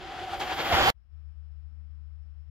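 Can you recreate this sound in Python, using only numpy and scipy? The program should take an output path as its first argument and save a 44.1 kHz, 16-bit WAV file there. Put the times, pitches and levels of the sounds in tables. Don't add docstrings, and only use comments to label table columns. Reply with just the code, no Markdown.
import sys
import numpy as np
from scipy.fft import rfft, irfft, next_fast_len
from scipy.io import wavfile
from scipy.ndimage import map_coordinates

SR = 44100
rng = np.random.default_rng(int(sys.argv[2]) if len(sys.argv) > 2 else 0)


def output_pcm(signal):
    pcm = np.clip(np.atleast_2d(signal).T, -1, 1) * 32767
    wavfile.write(sys.argv[1], SR, np.round(pcm).astype(np.int16))


N = 110250
TIME = np.arange(N) / SR


def amp(db):
    return 10 ** (np.asarray(db) / 20)


def unit(x):
    return x / np.sqrt(np.mean(x ** 2) + 1e-20)


def curve(rows):
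    return np.interp(TIME, *np.transpose(rows))


def wobble(knots_per_s):
    return map_coordinates(rng.standard_normal(N // 20), [TIME * knots_per_s], mode="wrap")


def filtered(x, response):
    size = next_fast_len(N + SR // 2)
    return irfft(rfft(x, size) * response(np.fft.rfftfreq(size, 1 / SR)), size)[..., :N]


def shaped(x, spectrum):
    f, db = np.transpose(spectrum)
    return filtered(x, lambda hz: amp(np.interp(np.log(hz + 1), np.log(f + 1), db)))


def noise(spectrum):
    return unit(shaped(rng.standard_normal(N), spectrum))


def resonant(modes):
    def response(f):
        return sum(amp(db) * 1j * f * width / (f0 ** 2 - f ** 2 + 1j * f * width)
                   for f0, width, db in modes)
    return unit(filtered(rng.standard_normal(N), response))


def bearing(speed_m_per_s=12, abreast_s=.9, offset_m=1.05):
    return offset_m / np.hypot(offset_m, speed_m_per_s * (abreast_s - TIME))


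# t/s, relative level/dB
ROAR_LEVEL = [(0.0, -51), (0.012, -48), (0.24, -43.5), (0.256, -47.5), (0.346, -40.5), (0.39, -47.5),
              (0.412, -33), (0.454, -41.5), (0.53, -34), (0.556, -42.5), (0.604, -31), (0.642, -38.5),
              (0.654, -33.5), (0.718, -33.5), (0.728, -27.5), (0.818, -27.5), (0.895, -27.5)]
HISS_LEVEL = [(0.0, -81), (0.008, -100), (0.388, -63), (0.408, -57.5), (0.45, -60.5), (0.738, -51),
              (0.748, -46.5), (0.82, -52), (0.895, -43.5)]
# f/Hz, relative spectral density/dB
ROAR_SPECTRUM = [(30, -19), (120, -7), (240, -4.5), (340, 2.5), (430, -1.5), (540, 2.5), (700, 5), (900, 2),
                 (1100, 0), (1400, 1), (2000, -1), (2600, -4), (3250, -0.5), (3900, -8.5), (4900, -10.5),
                 (6000, -21), (7200, -21), (8200, -46.5), (15000, -47.5)]
HISS_SPECTRUM = [(1000, -31.5), (4000, -3.5), (7000, -0.5), (8300, -2), (10500, -1), (12800, 7), (15500, 3)]
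def tyres(grits_per_s=900, grit_spread_db=3.5, grit_db=-9.5, near_db=2.5):
    impulses = (rng.random(N) < grits_per_s / SR) * rng.choice([-1, 1], N)
    strength = amp(grit_spread_db * np.minimum(rng.exponential(size=N), np.pi))
    grit = amp(grit_db) * unit(shaped(impulses * strength, ROAR_SPECTRUM))
    roar = amp(curve(ROAR_LEVEL) + .89 + near_db * bearing()) * (noise(ROAR_SPECTRUM) + grit)
    hiss = amp(curve(HISS_LEVEL) - .5) * noise(HISS_SPECTRUM)
    return roar + hiss + strikes()


# t/s, relative level/dB
WHINE_LEVEL = [(0, -46), (.13, -40.5), (.23, -35), (.27, -39.5), (.345, -28), (.365, -43.5), (.43, -35.5),
               (.47, -40), (.53, -31.5), (.56, -45), (.64, -33), (.695, -34.5), (.715, -24), (.755, -37),
               (.79, -22.5), (.84, -33), (.88, -20), (.9, -32)]
# t/s, f/Hz
WHINE_PITCH = [(0, 750), (.34, 758), (.6, 768), (.68, 785), (.73, 720), (.79, 795), (.9, 780)]
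# f/Hz, bandwidth/Hz, gain/dB
FRAME_MODES = [(784, 46, -1.5), (1360, 110, -11)]
def motor(roughness=.99, knots_per_s=95, pitch_waver=.012, octave_db=-21, frame_db=-8.5):
    hz = curve(WHINE_PITCH) * (1 + pitch_waver * wobble(knots_per_s / 2))
    phase = 2 * np.pi * np.cumsum(hz) / SR
    in_phase = (1 + roughness * wobble(knots_per_s)) * np.sin(phase)
    quadrature = roughness * wobble(knots_per_s) * np.cos(phase)
    whine = amp(-.5) * unit(in_phase + quadrature + amp(octave_db) * np.sin(2 * phase))
    return amp(curve(WHINE_LEVEL)) * (whine + amp(frame_db) * resonant(FRAME_MODES))


def wheel_drone(hz=357, bandwidth_hz=28, far_db=-52, near_db=8.5):
    return amp(far_db + near_db * bearing()) * resonant([(hz, bandwidth_hz, 0)])


# f/Hz, gain/dB
SCATTER_RESPONSE = [(100, -5.5), (400, -8.5), (800, -4), (2400, -4), (5000, -4), (9000, 6), (15000, 2.5)]
def bike(port_lag_s=.0002, heading_sine=.04, near_scatter_db=3.5, shade_db=4, balance_db=-1.9):
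    source = tyres() + motor() + wheel_drone()
    half_lag = port_lag_s * SR * (bearing() - heading_sine) / 2
    direct = np.array([map_coordinates(source, [np.arange(N) + shift], order=5, mode="nearest")
                       for shift in (-half_lag, half_lag)])
    diffuse = shaped(np.array([tyres(), tyres()]), SCATTER_RESPONSE)
    right_over_left_db = shade_db * bearing() + balance_db
    shade = amp(np.outer([-1, 1], right_over_left_db) / 2)
    return shade * (direct + amp(near_scatter_db * bearing()) * diffuse)


# t/s, relative level/dB
BUFFET_LEVEL = [(0, -52.5), (.3, -52), (.7, -47.5), (.73, -30.5), (.77, -42), (.83, -33), (.86, -40.5),
                (.89, -30.5)]
# f/Hz, relative spectral density/dB
BUFFET_SPECTRUM = [(10, -36), (25, -13), (40, -9), (60, -1), (90, -5.5), (150, -11), (300, -39),
                   (1000, -67)]
def buffeting(own_share=.6, pan_db=4):
    common = noise(BUFFET_SPECTRUM)
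    own = np.array([noise(BUFFET_SPECTRUM), noise(BUFFET_SPECTRUM)])
    return unit(common + own_share * own) * amp(curve(BUFFET_LEVEL)) * amp([[-pan_db], [pan_db]])


# t/s, relative level/dB, T60/s, treble gain/dB
STRIKES = [(0.396, -38.5, 0.23, -0.5), (.723, -26, 0.29, -15)]
# f/Hz, relative spectral density/dB
STRIKE_SPECTRUM = [(100, -6.5), (300, -4), (560, 4), (750, 2), (1000, 9), (1400, -8), (4000, -5),
                   (7000, -13.5), (9000, -26), (15000, -30)]
def strikes(attack_s=.003, shelf_start_hz=1500, shelf_end_hz=6000):
    out = np.zeros(N)
    for onset, db, t60, treble_db in STRIKES:
        age = np.maximum(TIME - onset, 0)
        envelope = amp(db - 60 * age / t60) * (1 - np.exp(-age / attack_s))
        shelf = [(shelf_start_hz, 0), (shelf_end_hz, treble_db)]
        out += envelope * unit(shaped(noise(STRIKE_SPECTRUM), shelf))
    return out


# t/s, relative level/dB
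THIRD_HARMONIC_LEVEL = [(1.15, -76.5), (1.4, -80.5), (1.55, -82), (1.75, -66.5), (1.95, -69), (2.15, -78),
                        (2.3, -75.5), (2.5, -90)]
def hum(hz=74.4, fundamental_db=-40, waver_db=.5):
    phase = 2 * np.pi * hz * TIME
    fundamental = amp(fundamental_db + waver_db * wobble(19)) * np.sin(phase)
    third = amp(curve(THIRD_HARMONIC_LEVEL)) * np.sin(3 * phase)
    return np.sqrt(2) * (fundamental + third)


# f/Hz, relative spectral density/dB
AMBIENT_LEFT = [(20, -1), (90, 19), (130, 16), (200, 10), (300, 0.5), (480, -4), (700, 0.5), (950, -4),
                (1300, 0), (2100, -6), (3100, -8.5), (3600, -13), (4800, -16), (5350, -6), (5800, -29.5),
                (15000, -34)]
AMBIENT_RIGHT = [(20, 26), (50, 26.5), (90, 10), (150, 1.5), (650, -2), (950, -5.5), (1300, -2.5),
                 (2200, -13.5), (4000, -18), (8000, -26), (15000, -25.5)]
BREEZE_SPECTRUM = [(15, -25), (30, -10.5), (45, -9.5), (62, 7.5), (90, -9), (112, -21.5), (160, -43),
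                   (600, -77)]
def field(open_s=1.091, rise_s=.044, hum_right_db=-39.5):
    hush = 1 - np.clip((TIME - open_s) / rise_s, 0, 1)
    tone = amp(-22.5 * hush) * hum()
    left = amp(-66.5 - 6 * hush) * noise(AMBIENT_LEFT)
    right = amp(-67 - 6 * hush) * noise(AMBIENT_RIGHT)
    breeze = amp(-51 - hush) * noise(BREEZE_SPECTRUM)
    return np.array([left + tone + breeze, right + amp(hum_right_db) * tone])


def scene(cut_s=.9034, tail_db=-15.5, tail_t60_s=.041, field_start_s=.938):
    since_cut = np.maximum(TIME - cut_s, 0)
    riding = TIME <= cut_s
    gate = np.where(riding, 1, amp(tail_db - 60 * since_cut / tail_t60_s))
    fade_in = np.clip((TIME - field_start_s) / .01, 0, 1)
    return gate * bike() + riding * buffeting() + fade_in * field()


def record(dry, top_hz=15750, fade_s=.004):
    fade_out = np.clip((TIME[-1] - TIME) / fade_s, 0, 1)
    return filtered(dry * fade_out, lambda hz: np.clip((top_hz - hz) / 200, 0, 1))


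dry = scene()
out = record(dry)
output_pcm(out)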